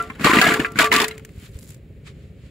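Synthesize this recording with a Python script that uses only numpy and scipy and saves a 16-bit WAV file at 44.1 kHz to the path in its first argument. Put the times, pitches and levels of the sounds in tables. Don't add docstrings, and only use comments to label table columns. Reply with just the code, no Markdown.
import sys
import numpy as np
from scipy.fft import rfft, irfft, next_fast_len
from scipy.io import wavfile
from scipy.ndimage import map_coordinates

SR = 44100
rng = np.random.default_rng(int(sys.argv[2]) if len(sys.argv) > 2 else 0)


def waveform_to_disk(signal):
    frames = np.transpose(np.atleast_2d(signal))
    scaled = np.clip(frames, -1, 1) * 32767
    samples = np.round(scaled).astype(np.int16)
    wavfile.write(sys.argv[1], SR, samples)


N = 110250
SIDES = np.array([[1], [-1]])


def amp(db):
    return 10 ** (np.asarray(db) / 20)


def unit(x):
    return x / np.sqrt(np.mean(x ** 2) + 1e-20)


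def burst(x):
    return x / np.sqrt(np.sum(x ** 2) / (.006 * SR))


def level(rows):
    return amp(np.interp(np.arange(N) / SR, *np.transpose(rows)))


def colour(x, points, top_hz=SR):
    n = x.shape[-1]
    padded = next_fast_len(n + 4096)
    hz = np.fft.rfftfreq(padded, 1 / SR)
    f, db = np.transpose(points)
    gain = amp(np.interp(np.log(hz + 1), np.log(f), db))
    return irfft(rfft(x, padded) * gain * (hz < top_hz), padded)[..., :n]


def noise(points):
    return unit(colour(rng.standard_normal(N), points))


def wide(make, side):
    return make() + side * SIDES * make()


def add(out, s, x):
    i = max(0, round(s * SR))
    out[:, i:i + x.shape[-1]] += x[..., :N - i]


def wobble(rate):
    knots = rng.standard_normal(int(N * rate / SR) + 4)
    return map_coordinates(knots, [np.arange(N) * rate / SR])


def ring(hz, spread, t60, attack, count):
    t = np.arange(SR // 6) / SR
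    pitch, size, phase = rng.standard_normal((3, count, 1))
    ratio = np.exp(spread * pitch)
    fade = amp(4.7 * size - 60 * t * np.sqrt(ratio) / t60)
    tones = fade * np.sin(2 * np.pi * (np.minimum(hz * ratio, SR / 2) * t + phase))
    return burst(tones.sum(0) * (1 - np.exp(-t / attack)))


def crack(points, t60, attack):
    t = np.arange(SR // 6) / SR
    puff = colour(rng.standard_normal(len(t)), points)
    return burst(puff * amp(-60 * t / t60) * (1 - np.exp(-t / attack)))


def grains(per_s, hz, spread, cycles, rise, scatter_db):
    count = int(per_s * N / SR)
    start, pitch, size = rng.random((count, 3)).T[:, :, None]
    f = np.minimum(hz * (pitch / (1 - pitch)) ** (spread / 2), SR / 2.5)
    k = np.arange(int(2 * cycles * SR / hz) + 8)
    age = k / SR * f / cycles
    fade = amp(-scatter_db * np.log(size * .97 + .03) - 40 * age)
    tone = fade * np.sin(2 * np.pi * cycles * age * (1 + rise * age / 2))
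    place = (start * N).astype(int) + k
    return unit(np.bincount(place.ravel(), tone.ravel(), N)[:N])


# f/Hz, relative level/dB
EXHAUST_COLOUR = [(20, -28), (50, 0.5), (90, 2.5), (145, 1), (210, -7.5), (290, -13.5), (350, -17.5),
                  (410, -9.5), (470, -21), (530, -15), (620, -26), (900, -43), (2000, -66.5)]
ENGINE_HZ, FIRST_FIRING_S, CHUG_T60_S, ENGINE_DB = 14.78, .064, 0.19, -40
CHUG_FLOOR = .25


def engine():
    age = (np.arange(N) / SR - FIRST_FIRING_S) % (1 / ENGINE_HZ)
    puff = amp(-60 * age / CHUG_T60_S) * (1 - np.exp(-age / 0.0072))
    chug = unit(CHUG_FLOOR + puff)
    return amp(ENGINE_DB) * chug * wide(lambda: noise(EXHAUST_COLOUR), .1)


# f/Hz, relative level/dB
AIR_COLOUR = [(20, 0), (80, -7.5), (300, 0), (900, -27.5), (2200, -18), (5000, -34.5), (15000, -43.5)]
AIR_DB = -56


def air():
    return amp(AIR_DB) * wide(lambda: noise(AIR_COLOUR), .5)


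# t/s, level/dB (before a common lift)
WIND_BUFFETS = [(0.251, -26), (.385, -44.5), (1.378, -35.5), (1.556, -30.5)]
BUFFET_HZ, BUFFET_T60_S, BUFFET_LIFT_DB = 60, 0.033, 6.5


def wind():
    out = np.zeros((2, N))
    for s, db in WIND_BUFFETS:
        thump = ring(BUFFET_HZ, 0.22, BUFFET_T60_S, attack=0.0046, count=4)
        add(out, s, amp(db + BUFFET_LIFT_DB) * thump)
    return out


# t/s, level/dB
RUSTLE_LEVEL = [(0, -79), (1.33, -65.5), (1.462, -49.5), (1.512, -70.5), (1.554, -56.5), (1.63, -70.5),
                (1.72, -58), (1.82, -82), (2.03, -76), (2.074, -44.5), (2.134, -67.5), (2.232, -63),
                (2.338, -75), (2.462, -59.5), (2.5, -66)]
# f/Hz, relative level/dB
GRASS_COLOUR = [(400, -21), (1100, -2), (2300, 3.5), (4000, -2.5), (8000, -11), (15000, -32.5)]
# t/s, level/dB
CRACKLE_LEVEL = [(0, -85.5), (1.3, -72), (1.45, -57), (1.51, -69.5), (1.59, -55), (1.72, -55), (1.77, -66),
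                 (1.81, -92), (2.5, -98.5)]


def grass():
    brushing = wide(lambda: noise(GRASS_COLOUR), .7)
    crackle = wide(lambda: grains(900, 9000, spread=.4, cycles=4, rise=0, scatter_db=4), .7)
    return level(RUSTLE_LEVEL) * brushing + level(CRACKLE_LEVEL) * crackle


# t/s, body level/dB, treble over the body level/dB
DRIP_TIMES = [(.024, -56.5, 12), (.538, -37.5, 7), (.719, -51, 2.5), (1.081, -34.5, 3), (1.086, -41, 2),
              (1.179, -44, -3), (1.195, -47, -17.5), (1.249, -44, -1.5), (1.291, -52, -12.5),
              (1.588, -61, 9.5), (1.627, -64.5, 5.5), (1.69, -59, 7.5), (1.704, -55.5, 6.5),
              (1.744, -61, 8.5)]
# f/Hz, relative level/dB
DRIP_BODY_COLOUR = [(300, -10.5), (900, -13.5), (2200, 2.5), (4000, -19), (15000, -30)]
# f/Hz, relative level/dB
DRIP_TREBLE_COLOUR = [(1500, -12.5), (4000, -1.5), (7500, 2), (15000, -10)]
DRIP_T60_S, DRIP_RISE_S = .022, .0005


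def drips():
    out = np.zeros((2, N))
    for s, db, treble_db in DRIP_TIMES:
        def drip():
            body = crack(DRIP_BODY_COLOUR, DRIP_T60_S, DRIP_RISE_S)
            return body + amp(treble_db) * crack(DRIP_TREBLE_COLOUR, DRIP_T60_S, DRIP_RISE_S)
        add(out, s, amp(db) * wide(drip, .6))
    return out


# t/s, level/dB
GUSH_LEVEL = [(.08, -43.5), (.17, -51), (.21, -34.5), (.30, -37), (.36, -21), (.52, -30.5), (.62, -27.5),
              (.69, -45.5), (.745, -46.5), (.79, -36), (.84, -36), (.89, -47), (.92, -23.5), (1.04, -33.5),
              (1.08, -45.5), (1.2, -56.5), (1.3, -100)]
# f/Hz, relative level/dB
GUSH_TONE = [(70, -30), (150, -7.5), (240, 4), (420, 1.5), (560, -5), (800, -10), (1300, -31.5),
             (3000, -50)]


def gush():
    return level(GUSH_LEVEL) * noise(GUSH_TONE)


# t/s, level/dB (before each part's own level)
FLOW_LEVEL = [(0, -39), (.06, -48.5), (.18, -54.5), (.235, -28), (.26, -18.5), (.31, -23.5), (.43, -19),
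              (.52, -23), (.58, -32.5), (.66, -36.5), (.70, -53.5), (.75, -53), (.80, -17.5), (.86, -24),
              (.905, -51), (.925, -19.5), (1.04, -25), (1.06, -37.5), (1.15, -54.5), (1.3, -77.5),
              (1.4, -100)]
# f/Hz, relative level/dB
SPLASH_COLOUR = [(100, -35.5), (400, -19), (750, -21.5), (1150, 0.5), (2300, 3.5), (4000, -7), (8000, -15),
                 (15000, -27.5)]
SPLASH_DB, BUBBLE_DB, SPRAY_DB = -1.5, -0.5, -16
BUBBLE_HZ, BUBBLES_PER_S, SPRAY_HZ, SPRAY_PER_S = 1742, 320, 6800, 1500


def splash():
    rush = wide(lambda: noise(SPLASH_COLOUR), 0.24) * amp(3.1 * wobble(160))
    bubbles = wide(lambda: grains(BUBBLES_PER_S, BUBBLE_HZ, spread=.42, cycles=32, rise=.04,
                                  scatter_db=2.5), 0.46)
    spray = wide(lambda: grains(SPRAY_PER_S, SPRAY_HZ, spread=0.83, cycles=2.5, rise=0,
                                scatter_db=0.5), .8)
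    mix = amp(SPLASH_DB) * rush + amp(BUBBLE_DB) * bubbles + amp(SPRAY_DB) * spray
    return level(FLOW_LEVEL) * mix


# t/s, length/s, f/Hz, level/dB (about which it shakes)
SHELL_SKIDS = [(0, 0.0027, 1368, -11.5), (.25, 0.043, 1168, -19), (0.281, 0.033, 1003, -18.5),
               (.33, 0.048, 1194, -16.5), (0.416, 0.06, 1677, -16.5), (.808, 0.013, 1266, -24.5),
               (0.811, 0.067, 1160, -18.5), (.938, 0.053, 1166, -17)]
SKID_RISE_S, SKID_T60_S, SKID_WANDER_RAD, SKID_SHAKE_DB = .005, .065, .35, 2


def skids():
    out, t = np.zeros((2, N)), np.arange(N) / SR
    for s, length, hz, db in SHELL_SKIDS:
        fade_db = 60 * np.maximum(t - length, 0) / SKID_T60_S
        hold = (1 - np.exp(-t / SKID_RISE_S)) * amp(db + SKID_SHAKE_DB * wobble(130) - fade_db)
        phase = 2 * np.pi * (hz * t + rng.random()) + SKID_WANDER_RAD * wobble(70)
        add(out, s, hold * np.sin(phase + .3 * SIDES))
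    return out


BASIN_PITCHES = [435, 696, 1011, 1169, 1368, 1502, 1666, 2008, 2287, 2549]
# relative level/dB, time to fade by 60 dB/s
BASIN_TONES = [(-3, 0.57), (-6, 0.33), (-8, 0.15), (-3.5, 0.29), (-1.5, 0.29), (-21, 0.076), (-14, 0.1),
               (-5.5, 0.13), (-20, .16), (-23, 0.14)]
# t/s, level/dB, tilt/dB per octave (blows that flex the whole wall are dull)
BASIN_KNOCKS = [(0, -28, 2), (.252, -28.5, -1.5), (.345, -24.5, -3.5), (0.421, -14.5, 7.5),
                (0.502, -19, 0.5), (0.646, -26, 10.5), (.81, -29.5, -1.5), (.84, -34, -7.5),
                (0.941, -31.5, -4), (0.998, -34, -5.5)]
TILT_HZ = 1410


def basin():
    drive, t = np.zeros((len(BASIN_TONES), N)), np.arange(N) / SR
    hz = np.array(BASIN_PITCHES)[:, None]
    db, t60 = np.transpose(BASIN_TONES)[:, :, None]
    fade = amp(db - 60 * t / t60) * (1 - np.exp(-t / 0.00071))
    for s, knock_db, tilt_db in BASIN_KNOCKS:
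        add(drive, s, amp(knock_db + tilt_db * np.log2(hz / TILT_HZ)) * fade)
    phase, lag = rng.uniform(-1, 1, (2, len(BASIN_TONES), 1))
    turn = 2 * np.pi * (hz * t + phase)
    return np.array([(drive * np.sin(turn + ear * lag * hz / 2000)).sum(0) for ear in (1, -1)])


# t/s, clack level/dB, f/Hz, thud level/dB, crack over the clack level/dB
SHELL_BLOWS = [(0.1, -17.5, 1105, -29, -12.5), (.155, -33, 1400, -62, -9.5), (0.195, -24, 1150, -24.5, -4),
               (.209, -23.5, 1440, -18.5, 4), (0.222, -31.5, 1290, -26, -3), (0.244, -2, 1158, -13, 3),
               (0.25, -5.5, 1924, -10, -0.5), (0.261, -10, 1247, -9, 0), (0.27, 0, 1081, -20, -9),
               (.296, -8.5, 1032, -10.5, -8.5), (0.313, -2, 1053, -23, -9.5), (0.333, -3, 1352, -9.5, -6),
               (0.35, -3.5, 1171, -15, -10), (.368, -3.5, 1966, -7.5, -10), (0.386, -3, 1944, -11, -3.5),
               (.414, 1, 1634, -16.5, 3), (0.421, -13.5, 1607, -36.5, 9.5),
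               (0.448, -13.5, 1550, -17, -14.5), (0.466, -5, 2220, -14.5, -6),
               (0.474, -19.5, 1540, -15, -1.5), (0.488, -7, 1637, -13, -6), (0.519, -4.5, 1390, -12, -16),
               (.54, -9, 1633, -22, 1.5), (0.595, -17.5, 2530, -9.5, -12), (0.6, -9.5, 1815, -18, -3),
               (.647, -6.5, 1583, -28.5, -26.5), (0.721, -52.5, 1517, -33, -0.5),
               (.757, -17, 1500, -21, -6.5), (0.767, -22.5, 1184, -19.5, -4), (.788, -2, 1628, -18, 4.5),
               (0.805, -5, 1463, -15.5, 5), (.814, -8.5, 1485, -30, 2.5), (.842, -11, 2410, -24.5, 6),
               (.916, -0.5, 2020, -21.5, -10), (0.925, -1, 1010, -22, 1), (0.938, -9.5, 1780, -24, 11),
               (0.962, -8, 2410, -18.5, 11.5), (1.0, -6, 1845, -23.5, 6), (1.016, -29, 1820, -27.5, 29),
               (1.042, -10, 1878, -28, 8), (1.11, -22, 2100, -40, 0.5)]
# f/Hz, relative level/dB
CRACK_COLOUR = [(300, -34), (1500, -6), (4000, 2.5), (7000, -7.5), (15000, -16.5)]
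CLACK_DB, MAIN_DB, CRACK_DB, THUD_DB = -14, 0.5, -9, -3
SHELL_T60_S, MAIN_T60_S, CRACK_T60_S, THUD_T60_S = 0.065, 0.049, .03, 0.03
SHELL_SPREAD, SHELL_SIDE, THUD_SPREAD = 0.29, 1, 0.2
THUD_HZ, THUD_RISE_HZ_PER_DB = 257, 0.9


def shells():
    out = np.zeros((2, N))
    for s, db, hz, thud_db, crack_db in SHELL_BLOWS:
        body_hz = np.sqrt(hz * 2300)
        body = wide(lambda: ring(body_hz, SHELL_SPREAD, SHELL_T60_S, attack=.0005, count=14), SHELL_SIDE)
        main = amp(MAIN_DB) * ring(hz, 0.026, MAIN_T60_S, attack=.0008, count=1)
        snap = wide(lambda: crack(CRACK_COLOUR, CRACK_T60_S, attack=0.0013), 0.96)
        add(out, s, amp(db + CLACK_DB) * (body + main + amp(CRACK_DB + crack_db) * snap))
        thud_hz = THUD_HZ + THUD_RISE_HZ_PER_DB * (db + 12)
        thud = ring(thud_hz, THUD_SPREAD, THUD_T60_S, attack=0.0025, count=4)
        add(out, s, amp(thud_db + THUD_DB) * thud)
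    return out


# f/Hz, level/dB
POUR_WIDTH = [(100, -8.5), (300, 0), (650, 2.5), (1000, -3), (2000, 0), (4000, 0.5), (8000, 3.5),
              (14000, -1.5)]
LEFT_DB = .5


def scene():
    left, right = shells() + basin() + skids() + splash() + gush() + drips()
    pour = (left + right) / 2 + SIDES * colour((left - right) / 2, POUR_WIDTH)
    return pour * amp(LEFT_DB * SIDES) + grass() + engine() + air() + wind()


# f/Hz, level/dB
MIC_COLOUR = [(20, -13), (60, -2.5), (4500, 1), (5400, -2), (6100, -4), (7100, 5.5), (8800, -0.5),
              (10000, 3.5), (11000, 2), (15000, 4.5)]
TOP_HZ = 15700


def record(dry):
    x = colour(dry, MIC_COLOUR)
    x = x / (1 + x ** 6) ** (1 / 6)
    return colour(x, [(1, 0), (SR, 0)], TOP_HZ)


dry = scene()
out = record(dry)
waveform_to_disk(out)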